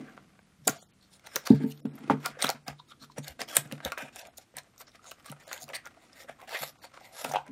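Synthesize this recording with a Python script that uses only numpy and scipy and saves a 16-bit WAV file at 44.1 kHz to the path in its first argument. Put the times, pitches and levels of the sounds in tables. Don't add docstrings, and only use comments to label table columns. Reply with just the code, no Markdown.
import sys
import numpy as np
from scipy import signal
from scipy.fft import rfft, irfft
from scipy.io import wavfile
from scipy.ndimage import uniform_filter1d

SR = 44100
rng = np.random.default_rng(int(sys.argv[2]) if len(sys.argv) > 2 else 0)


def transcribe(u):
    v = np.clip(np.atleast_2d(u).T, -1, 1)
    q = np.round(v * 32767).astype(np.int16)
    wavfile.write(sys.argv[1], SR, q)


def undo_db(level):
    steps = np.asarray(level, float) / 20
    return 10 ** steps


N = 331191


def rms_one(x):
    return x / np.sqrt(np.mean(x ** 2) + 1e-20)


def filtered(x, order, hz, kind):
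    return signal.sosfilt(signal.butter(order, hz, kind, fs=SR, output="sos"), x)


def resonate(x, hz, width_hz):
    r = np.exp(-np.pi * width_hz / SR)
    gain = (1 - r * r) / 2
    return signal.lfilter([gain, 0, -gain], [1, -2 * r * np.cos(2 * np.pi * hz / SR), r * r], x)


def body(x, modes):
    return sum((-1) ** k * undo_db(db) * resonate(x, hz, width) for k, (hz, width, db) in enumerate(modes))


def drift(rate_hz):
    slow = filtered(rng.standard_normal(N + SR), 2, rate_hz, "low")
    return rms_one(slow[SR:])


def add(out, sound, start, db, blur):
    sound = sound * undo_db(db) / np.sqrt(np.max(uniform_filter1d(sound ** 2, blur)))
    first, last = max(start, 0), min(start + len(sound), N)
    out[first:last] += sound[first - start:last - start]


def friction(per_s, spread_db, patchy_db):
    strength = undo_db(spread_db * np.minimum(rng.exponential(1, N), 4))
    catches = (rng.random(N) < per_s / SR) * strength * rng.choice([-1, 1], N)
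    return (catches + 0.21 * rng.standard_normal(N)) * undo_db(patchy_db * drift(47))


def slips(events, modes, sharpness, body_db, rough, push, blur):
    out, lead = np.zeros(N), SR // 20
    ms = (np.arange(3 * lead) - lead) * 1000 / SR
    chance = rng.standard_normal((len(events), 2, len(ms)))
    for (s, db, hz, rise_ms, fall_ms), (fine, lumps) in zip(events, chance):
        built_up = ms / max(rise_ms, .1)
        shape = undo_db(8 * np.where(ms < 0, built_up, -ms / max(fall_ms, .1)))
        shape = shape * np.clip((built_up + 2.2) * 4, .15, 1)
        release = push * (ms >= 0) * undo_db(-8 * ms * hz / 1000)
        grain = np.tanh(2 * fine) * undo_db(rough * rms_one(uniform_filter1d(lumps, blur)))
        force = release + shape * grain
        favoured = resonate(resonate(force, hz, hz / sharpness), hz, 6.5 * hz / sharpness)
        add(out, favoured + undo_db(body_db) * body(force, modes), round(s * SR) - lead, db, blur)
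    return out


# columns pitch_hz, level_db
ROOM_AIR = [(30, -2.5), (109, 3.5), (374, -6), (632, -13), (1320, -13), (9220, -21), (13700, -25.5),
            (16000, -43)]


def room_tone():
    hz, db = np.transpose(ROOM_AIR)
    grid_hz = np.arange(1, N // 2 + 2) * SR / N
    colour = undo_db(np.interp(np.log(grid_hz), np.log(hz), db))
    return undo_db(-67) * rms_one(irfft(rfft(rng.standard_normal(N)) * colour, N))


# columns start_s, level_db
MOTOR_FADE = [(0, -63.5), (1.3, -71.5), (1.799, -74), (7.51, -87)]


def far_motor():
    s, db = np.transpose(MOTOR_FADE)
    drone = resonate(resonate(rng.standard_normal(N), 200, 31), 140, 50)
    return undo_db(np.interp(np.arange(N) / SR, s, db)) * rms_one(drone)


# columns start_s, table_level_db, box_level_db
HANDLING = [(0, -48, -51), (0.299, -70.5, -65.5), (.9, -98, -75.5), (1.351, -72.5, -61),
            (1.598, -69.5, -65), (2.101, -46, -53.5), (2.599, -75.5, -68), (3.102, -68.5, -98),
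            (3.698, -57.5, -55.5), (4.5, -77, -71.5), (5.6, -70, -59.5), (6.001, -67.5, -63),
            (7.1, -73.5, -62), (7.51, -69.5, -76)]
# columns pitch_hz, level_db, t60_s
TABLE_MODES = [(98, -19, .2), (146, -10, .5), (190, -24, .07), (226, -2, .16), (262, 0, .15),
               (325, -4, .05), (410, -20, .15), (440, -11, .22), (610, -21, .14), (830, -13, .11),
               (905, -14, .14)]
# columns pitch_hz, width_hz, level_db
BOX_MODES = [(651, 260, 4.5), (850, 420, 2.5), (1250, 500, 3.5), (1580, 360, 3), (1900, 700, -2)]


def rubbing():
    s, *levels = np.transpose(HANDLING)
    table_db, box_db = [np.interp(np.arange(N) / SR, s, db) for db in levels]
    damped_modes = [(hz, 1.2 / t60 + 25, db) for hz, db, t60 in TABLE_MODES[:8]]
    rumble = rms_one(body(friction(300, 3.0, patchy_db=2.0), damped_modes))
    rustle = rms_one(body(friction(900, 3.0, patchy_db=4.0), BOX_MODES))
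    return undo_db(table_db) * rumble + undo_db(box_db - 5) * rustle


# columns pitch_hz, width_hz, level_db
FIBRE_MODES = [(3840, 750, 5), (4360, 1100, 7.5), (5210, 2000, 7), (6750, 2100, 3), (8620, 1100, 3),
               (13490, 5200, -1.5), (16600, 2200, -2.5)]


def rubbed_card():
    slide, split = friction(2600, 2.9, patchy_db=2.0), len(BOX_MODES)
    voices = np.array([undo_db(db) * resonate(resonate(slide, hz, width), hz, 1.1 * width)
                       for hz, width, db in BOX_MODES + FIBRE_MODES])
    voices = voices * [undo_db(2.2 * drift(14)) for _ in voices]
    voices[:split] /= np.std(voices[:split].sum(0))
    voices[split:] /= np.std(voices[split:].sum(0))
    return slide, voices


def strokes(rows, card):
    slide, voices = card
    out, edge_s = np.zeros(N), .018
    grips = rng.normal(0, 1.6, (len(rows), len(voices)))
    for (start, swell_ms, fade_ms, box_db, fibre_db, hz), grip_db in zip(rows, grips):
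        marks = start + np.cumsum([-edge_s / 2, edge_s / 2, swell_ms / 1000, fade_ms / 1000, edge_s])
        span = slice(max(round(marks[0] * SR), 0), min(round(marks[-1] * SR), N))
        t = np.arange(span.start, span.stop) / SR
        pressure = undo_db(np.interp(t, marks, [-29, -10.5, 3.5, -10.5, -35.5]))
        levels = undo_db(grip_db + np.repeat([box_db, fibre_db], [len(BOX_MODES), len(FIBRE_MODES)]))
        bright = rms_one(resonate(resonate(slide[span], hz, hz / 13.0), hz, hz / 2.8))
        bright_db = (box_db if hz < 2400 else fibre_db) - 4.0
        out[span] += pressure * (levels @ voices[:, span] + bright * undo_db(bright_db))
    return out


# columns start_s,
# length_ms, box_level_db, fibre_level_db, brightest_pitch_hz
PULL_EVENTS = [(0.0, 125, -61.5, -84, 1560), (0.791, 52, -76.5, -57, 620), (1.238, 46, -54, -58.5, 1410),
               (1.548, 126, -54, -59.5, 3040), (1.902, 150, -64.5, -72.5, 915),
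               (3.001, 55, -60, -54.5, 4230), (3.482, 130, -39.5, -40, 3370), (4.13, 100, -53, -50.5, 2580),
               (5.678, 39, -47, -61, 583), (6.131, 118, -56.5, -57.5, 1820), (7.13, 128, -48.5, -48, 11250),
               (7.45, 55, -55.5, -81, 1005), (0.640, 29, -65.5, -60, 5460), (1.665, 56, -61, -59, 13300),
               (1.735, 150, -74.5, -63, 13300), (4.63, 51, -68.5, -73, 3020),
               (4.935, 34, -61.5, -61.5, 1900), (5.17, 45, -65, -66.5, 1900), (4.39, 52, -69, -65.5, 2160),
               (2.875, 46, -81, -60.5, 3740), (2.878, 63, -64, -81.5, 1250), (3.10, 32, -75, -68, 4100),
               (3.225, 29, -60.5, -54, 6500), (1.95, 230, -66.5, -79, 1460), (2.29, 112, -59, -81, 1490),
               (3.64, 31, -50, -61, 2420), (2.52, 63, -55.5, -69.5, 960)]


def pulls(card):
    swell = 0.66
    return strokes([(s, swell * ms, (1 - swell) * ms, *voice) for s, ms, *voice in PULL_EVENTS], card)


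# columns start_s, level_db, favoured_pitch_hz, fall_ms
THUMP_EVENTS = [(0.004, -40, 281, 7.1), (0.633, -52.5, 146, 1.7), (0.676, -32, 430, 3.4),
                (0.696, -29, 286, 0.74), (1.3671, -44.5, 426, 1.6), (1.5077, -6.5, 270, 7.8),
                (1.539, -22.5, 261, 3.7), (1.6445, -21, 274, 15.6), (1.856, -24.5, 200, 9.6),
                (2.105, -19, 250, 16.5), (1.608, -30.5, 272, 42), (2.4479, -31.5, 326, 5.5),
                (2.69, -41, 143, 9.2), (3.1896, -37, 170, 5.5), (3.4229, -44, 326, 4.9),
                (3.5874, -38, 127, 2.4), (3.6643, -43.5, 128, 0.77), (3.731, -35.5, 186, 5.3),
                (3.8625, -36.5, 232, 2.1), (4.0388, -44, 230.4, 3.1), (5.3082, -40.5, 150.9, 3.1),
                (6.622, -49.5, 145, 5.5), (7.2524, -43.5, 335, 15), (7.291, -43.5, 148, 17),
                (7.499, -41.5, 245, 12)]


def thumps(events):
    out, t = np.zeros(N), np.arange(SR // 2) / SR
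    luck = rng.standard_normal((len(events), len(TABLE_MODES), 2))
    for (s, db, near_hz, fall_ms), chance in zip(events, luck):
        contact_ms = 0.94 * undo_db(-0.48 * db)
        settle_s = .003 + .0012 * contact_ms
        ring = 0
        for (hz, mode_db, t60), (stronger, turn) in zip(TABLE_MODES, chance):
            share_db = mode_db + 1.3 * stronger - 10 * min(abs(np.log2(hz / near_hz)), 2)
            damped_t60 = t60 * (fall_ms / 17) ** 0.55
            ring = ring + undo_db(share_db - 60 * t / damped_t60) * np.sin(2 * np.pi * hz * t + 0.3 * turn)
        ring = ring * np.sin(np.pi / 2 * np.minimum(t / settle_s, 1)) ** 2
        add(out, ring, round((s - settle_s) * SR), db, blur=300)
    return out


# columns start_s, level_db, pitch_hz
TICK_EVENTS = [(0.093, -61, 1560), (0.1693, -56, 1610), (0.923, -64, 2610), (1.0125, -60, 4300),
               (1.1954, -55.5, 2100), (1.621, -60, 2360), (1.709, -53, 4160), (1.776, -53.5, 3470),
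               (1.955, -50, 12800), (1.962, -56, 12000), (1.990, -56, 12900), (2.183, -71, 11000),
               (2.406, -40.5, 3400), (2.436, -33, 2600), (2.456, -31, 2300), (2.479, -36, 2500),
               (2.418, -30, 3300), (3.405, -40, 6040), (3.675, -55, 7000), (3.754, -53, 2500),
               (0.227, -61, 1490), (4.2522, -45.5, 2340), (4.634, -59.5, 8000), (4.7616, -59, 1100),
               (4.7796, -48.5, 6140), (4.801, -48, 8170), (4.8695, -54.5, 4620), (4.918, -58, 3800),
               (5.043, -50, 1300), (5.1985, -58.5, 2920), (5.226, -64, 8200), (5.2455, -50.5, 1690),
               (5.401, -55, 1970), (5.426, -56, 1470), (5.563, -43, 1590), (5.681, -47, 1230),
               (5.6896, -41.5, 2550), (5.725, -57, 7200), (5.743, -39, 2100), (5.756, -35.5, 2300),
               (5.765, -34, 1900), (5.872, -41, 1700), (5.942, -65.5, 2400), (6.1314, -48.5, 5170),
               (6.172, -51.5, 2100), (6.235, -53, 5540), (6.312, -55, 2100), (6.403, -51.5, 1460),
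               (6.416, -44.5, 2300), (6.475, -49, 2520), (6.4925, -38.5, 1980), (6.519, -42, 2100),
               (6.590, -40, 3800), (6.818, -56, 1770), (6.8378, -52, 3030), (6.897, -61.5, 2140),
               (6.942, -56.5, 1800), (7.0075, -53, 1800), (7.3233, -37, 1710), (7.466, -48, 1450)]


def ticks():
    rise_ms, fall_ms = 0.68, 1.6
    return slips([(*row, rise_ms, fall_ms) for row in TICK_EVENTS], BOX_MODES + FIBRE_MODES,
                 sharpness=6.2, body_db=-16.5, rough=3.5, push=1.9, blur=40)


def panel_slips(rows):
    return slips(rows, BOX_MODES, sharpness=4.8, body_db=-9, rough=1.5, push=2.2, blur=90)


# columns start_s, level_db, panel_pitch_hz, fall_ms
POP_EVENTS = [(0.1769, -40.5, 1380, 0.52), (0.391, -51, 1520, 2.1), (0.8257, -50, 600, 2.3),
              (1.8538, -37.5, 455, 6.3), (2.4253, -26.5, 2140, 1.4), (2.4845, -29.5, 1490, 13),
              (2.4942, -21, 778, 12), (2.6828, -34.5, 696, 16), (4.5403, -50, 512, 2.5),
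              (3.3934, -37.5, 1600, 4.5), (3.4165, -29, 1890, 2.6), (3.5683, -19.5, 1740, 3.5),
              (3.7133, -38.5, 1620, 5.5), (3.8037, -39, 1540, 4.6), (3.92, -30.5, 1250, 11),
              (3.9763, -29.5, 1580, 11), (4.1607, -43, 760, 1.6), (4.384, -46, 638, 16),
              (4.8069, -48, 990, 9.5), (4.9483, -53, 1687, 12), (5.1158, -40, 1316, 5.2),
              (5.5141, -34, 1500, 10), (5.7341, -36.5, 1805, 26), (6.547, -30.5, 2000, 22),
              (1.364, -24.5, 1670, 1.5), (0.681, -23.5, 1413, 9.5), (2.103, -20.5, 568, 13)]


def pops():
    rise_ms = 0.4
    return panel_slips([(s, db, hz, rise_ms, fall_ms) for s, db, hz, fall_ms in POP_EVENTS])


# columns start_s, level_db, panel_pitch_hz, fall_ms
KNOCK_EVENTS = [
    (.6745, -21, 680, 3),
    (2.0990, -16, 1150, 1.4),
    (7.3132, -30, 800, 1.2),
    (7.3375, -24, 740, 2.5),
    (7.3470, -25, 700, 2),
    (7.3580, -19, 860, 1.2),
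    (7.3675, -22, 800, 1.5),
]


def knocks():
    rise_ms = .3
    return slips([(s, db, hz, rise_ms, fall_ms) for s, db, hz, fall_ms in KNOCK_EVENTS], BOX_MODES,
                 sharpness=5.0, body_db=-21, rough=1.0, push=4.0, blur=90)


def edge_slips(rows):
    return slips(rows, FIBRE_MODES, sharpness=8.0, body_db=-11.5, rough=4.5, push=3.4, blur=40)


# columns start_s, level_db, pitch_hz, rise_ms
TEAR_EVENTS = [(0.6791, -12, 7280, 3.3), (1.2708, -42.5, 4070, 4.5), (1.474, -30, 4520, 10.7),
               (1.504, -36.5, 3700, 1.6), (1.7236, -45, 2860, 15), (2.2604, -24, 4540, 1.3),
               (2.4466, -24.5, 3270, 5.1), (3.2813, -31.5, 4330, 1.95), (3.5597, -26.5, 9200, 7.2),
               (3.8502, -24, 3920, 1.3), (4.383, -40.5, 6560, 6), (4.569, -31.5, 8330, 1.05),
               (4.5855, -35, 4130, 2), (4.818, -43.5, 13200, 19), (5.1163, -39, 2980, 3.5),
               (5.6332, -40, 6460, 18)]


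def tears():
    fall_ms = 1
    return edge_slips([(*row, fall_ms) for row in TEAR_EVENTS])


# columns start_s, length_ms, box_level_db, fibre_level_db, brightest_pitch_hz
SCUFF_EVENTS = [(0.686, 102, -50.5, -52, 675), (1.013, 67, -74, -69.5, 4300), (2.101, 41, -36, -78, 610),
                (2.667, 61, -43.5, -50, 795), (3.171, 25.6, -42, -48, 5770), (3.393, 50, -44, -46, 1870),
                (3.702, 71, -64, -61, 1756), (3.973, 120, -45.5, -53, 2370), (4.568, 41, -51.5, -56, 5280),
                (4.799, 28, -51, -57, 4520), (4.87, 31, -59, -60, 5400), (5.245, 85, -56, -59, 1200),
                (5.39, 99, -61.5, -64, 1800), (5.736, 34, -51, -41.5, 2060),
                (5.851, 29, -47.5, -56.5, 1380), (6.278, 53, -50, -58.5, 1710),
                (6.93, 86, -58, -66.5, 1130), (7.243, 100, -47, -48.5, 730), (7.335, 29, -39.5, -66, 850)]


def scuffs(card):
    swell_ms = 14
    return strokes([(s, swell_ms, ms - swell_ms, *voice) for s, ms, *voice in SCUFF_EVENTS], card)


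# columns start_s, level_db, panel_pitch_hz, rise_ms
BEND_EVENTS = [(0.6938, -32, 405, 9.3), (1.271, -43, 1850, 2.8), (1.3631, -25.5, 513, 9.3),
               (1.4741, -29, 1430, 8.7), (2.262, -26, 1330, 9.7), (2.4445, -19.5, 1310, 3.6),
               (3.1795, -32.5, 492, 9.1), (3.729, -35, 520, 8.3), (3.8594, -29, 540, 12),
               (4.5815, -42, 1810, 15.5), (5.2614, -46.5, 1155, 6.9), (5.3246, -38.5, 826, 8.6),
               (5.8647, -45.5, 1450, 13), (6.2957, -35.5, 684, 3.1), (6.6328, -29.5, 620, 8.3),
               (6.8422, -42, 900, 3.8), (6.975, -42, 1170, 3.9), (7.2486, -26, 780, 4.2)]


def bends():
    return panel_slips([(*row, 0.57 * row[-1]) for row in BEND_EVENTS])


# columns start_s, level_db, pitch_hz
CRUNCH_EVENTS = [(0.6953, -26.5, 6200), (2.469, -24.5, 3860), (3.9812, -36, 2400), (5.2603, -45, 8470),
                 (5.2986, -43, 3070), (6.5716, -37, 3460), (7.2454, -30, 2530), (7.318, -37.5, 6100),
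                 (7.337, -37, 2950)]


def crunches():
    rise_ms, fall_ms = 1.9, 3.7
    return edge_slips([(*row, rise_ms, fall_ms) for row in CRUNCH_EVENTS])


# columns start_s, length_ms, box_level_db, fibre_level_db, brightest_pitch_hz
SLIDE_EVENTS = [(1.108, 65, -66.5, -59.5, 9260), (1.281, 160, -55, -55, 5300),
                (1.439, 137, -48.5, -57.5, 4720), (2.202, 120, -51, -54, 990), (2.392, 110, -37, -44, 3850),
                (3.25, 77, -46, -52, 2700), (3.83, 79, -42.5, -50.5, 3900), (4.228, 74, -58, -63.5, 635),
                (5.029, 114, -61, -56.5, 6550), (5.468, 152, -52, -54.5, 6860),
                (5.952, 183, -67, -68, 1900), (6.385, 74, -53, -65, 1050), (6.479, 120, -42.5, -46.5, 2570),
                (6.56, 142, -46.5, -44.5, 12100), (6.819, 54, -54.5, -55.5, 4475),
                (7.0, 124, -59.5, -60.5, 1960)]


def slides(card):
    swell = 0.48
    return strokes([(s, swell * ms, (1 - swell) * ms, *voice) for s, ms, *voice in SLIDE_EVENTS], card)


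# columns start_s, level_db, pitch_hz
SNAP_EVENTS = [(1.3591, -18.5, 15200), (1.363, -22, 5740), (2.4234, -17.5, 4000), (2.4277, -19.5, 8600),
               (2.4918, -20.5, 4650), (2.5019, -22, 4170), (2.6813, -29.5, 4980), (3.185, -36, 8400),
               (3.4171, -26.5, 5190), (3.568, -7.5, 8620), (3.7239, -32, 2730), (3.9202, -28, 2560),
               (4.16, -37, 6540), (4.2713, -47, 6740), (5.267, -45.5, 7700), (5.317, -38, 8600),
               (5.48, -46, 4300), (5.53, -28.5, 2120), (5.5783, -40.5, 3220), (5.6408, -40, 6800),
               (5.8563, -41, 5700), (7.359, -38, 3040), (7.480, -50, 2080)]


def snaps():
    rise_ms, fall_ms = .65, .6
    return edge_slips([(*row, rise_ms, fall_ms) for row in SNAP_EVENTS])


# columns start_s, level_db, favoured_pitch_hz, fall_ms
MORE_THUMP_EVENTS = [(1.5365, -17, 222, 2.8), (2.103, -22.5, 860, 10), (2.116, -22.5, 242, 5.8),
                     (2.141, -27, 260, 3), (2.169, -38, 260, 4.2), (2.55, -46.5, 200, 11),
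                     (5.645, -52.5, 147, 20), (6.30, -55, 197.6, 10), (4.57, -56.5, 146, 9.4),
                     (1.95, -43.5, 262, 17), (2.01, -43, 238, 14), (2.05, -42.5, 226, 14),
                     (2.30, -47, 240, 8.8), (3.03, -51.5, 199.5, 16)]


def more_thumps():
    return thumps(MORE_THUMP_EVENTS)


# columns start_s, level_db, panel_pitch_hz, fall_ms
MUTTER_EVENTS = [(2.371, -44, 516, 6.7), (2.285, -44.5, 620, 5), (4.232, -48, 673, 8),
                 (4.262, -47.5, 680, 6.2), (4.285, -48.5, 640, 6), (4.994, -53.5, 1250, 4),
                 (5.054, -49.5, 1300, 7.7), (5.365, -57.5, 1300, 3), (5.478, -43, 610, 9.8),
                 (5.62, -46.5, 684, 22), (5.721, -45.5, 620, 5), (5.970, -53, 700, 5),
                 (6.245, -50, 520, 7.8), (6.428, -47, 706, 7.4), (6.482, -47, 720, 6), (7.013, -48, 700, 6),
                 (7.125, -54, 656, 60), (7.361, -34, 2790, 8.7), (7.380, -36, 863, 20.3),
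                 (4.212, -53, 680, 6.4)]


def mutters():
    return slips([(s, db, hz, fall_ms / 2, fall_ms) for s, db, hz, fall_ms in MUTTER_EVENTS], BOX_MODES,
                 sharpness=8.3, body_db=-21.5, rough=1.7, push=1.0, blur=90)


# columns start_s, peak_level_db
PUFF_EVENTS = [
    (2.70, -52.5),
    (3.295, -48),
    (3.855, -42),
]


def puffs():
    puff_hz, puff_ms = 71.3, 16
    out = np.zeros(N)
    for s, db in PUFF_EVENTS:
        t = np.arange(N) / SR - s
        hump = np.exp(-(t * 1000 / puff_ms - 1) ** 2)
        out += undo_db(db) * hump * np.sin(2 * np.pi * puff_hz * t)
    return out


# columns start_s, level_db, pitch_hz, rise_ms
TOUCH_EVENTS = [(2.8, -46, 1040, 5.2), (2.7993, -48.5, 3720, 8.1), (2.92, -47, 1250, 8.1),
                (2.92, -49.5, 3540, 6.6), (3.038, -48.5, 1250, 14), (3.0995, -49, 1000, 1.1)]


def touches():
    return slips([(*row, row[-1] / 2) for row in TOUCH_EVENTS], BOX_MODES,
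                 sharpness=9, body_db=-30, rough=1.5, push=1, blur=90)


def room(x):
    t, t60_s = np.arange(SR // 2) / SR, 0.24
    low = filtered(rng.standard_normal(len(t)), 1, 2500, "low") * undo_db(-60 * t / t60_s)
    full = 1.8 * rng.standard_normal(len(t)) * undo_db(-60 * t / (.5 * t60_s))
    tail = (low + full) * np.clip(t / 0.0037, 0, 1)
    return undo_db(-12.5) * signal.fftconvolve(x, tail / np.sqrt(np.sum(tail ** 2)))[:N]


def scene():
    card = rubbed_card()
    table = thumps(THUMP_EVENTS) + more_thumps()
    panels = filtered(pops() + knocks() + bends(), 2, 380, "high")
    edges = tears() + crunches() + snaps()
    rubs = rubbing() + pulls(card) + scuffs(card) + slides(card)
    close = rubs + table + ticks() + panels + edges + mutters() + touches()
    close = filtered(close, 3, 85, "high")
    to_walls = close - (1 - undo_db(-12)) * table
    return (close + room(to_walls) + room_tone() + far_motor() + puffs())[None]


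# columns start_s, length_ms, muted_share, lowest_pitch_hz
MUTED_MOMENTS = [(0.785, 100, .55, 1400), (0.915, 24, .9, 4400), (1.54, 60, .4, 7500),
                 (1.655, 50, .3, 2300), (1.755, 45, .6, 5500), (1.80, 46, .9, 700), (1.865, 72, .65, 2800),
                 (2.63, 30, .4, 2500), (2.86, 40, .2, 2500), (4.195, 30, .12, 60), (4.283, 40, .4, 4300),
                 (4.84, 70, .5, 7800), (4.885, 30, .2, 2800), (5.44, 30, .15, 1200), (6.57, 30, .1, 40),
                 (6.78, 40, .2, 1200), (7.03, 90, .15, 5500), (7.165, 30, .1, 40), (7.435, 28, .5, 4500)]


def mute_bands(x):
    quiet_db, high_hz, high_share, band_hz, muted_db = -89, 9800, .36, 700, -26
    hz, s, spec = signal.stft(x, SR, nperseg=1024)
    low_band = 3 + 3 * np.log(np.maximum(hz, 300) / 2100)
    band = np.floor(np.where(hz < 2100, low_band, hz / band_hz) + 3).astype(int)
    luck = rng.random((band.max() + 1, len(s) // 4 + 2))
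    frame = np.arange(len(s))
    luck = np.array([row[(frame + k % 4) // 4] for k, row in enumerate(luck)])[band]
    faint = uniform_filter1d(np.abs(spec) ** 2, size=15, axis=0) < undo_db(2 * quiet_db)
    height = hz[:, None] / high_hz
    share = faint * (height > 1) * high_share * height ** 1.3
    for start, ms, muted, low_hz in MUTED_MOMENTS:
        lows_first = (hz < 420) * (low_hz < 100)
        now = (s >= start) & (s <= start + ms / 1000)
        share[:, now] = np.maximum(share[:, now], ((hz > low_hz) * muted + lows_first)[:, None])
    gated = spec * np.where(luck < share, undo_db(muted_db), 1)
    return signal.istft(gated, SR, nperseg=1024)[1][:N]


def roll_off(x):
    return signal.sosfilt(signal.butter(12, 16800, fs=SR, output="sos"), x)


def record(dry):
    held = .8 * np.tanh((dry / .8) ** 3 / 3 + dry / .8)
    cut = signal.sosfilt(signal.cheby2(10, 60, 16900, fs=SR, output="sos"), held)
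    cut = filtered(cut, 2, 34, "high")
    mix = mute_bands(cut[0])[None]
    return roll_off(mix)


dry = scene()
out = record(dry)
transcribe(out)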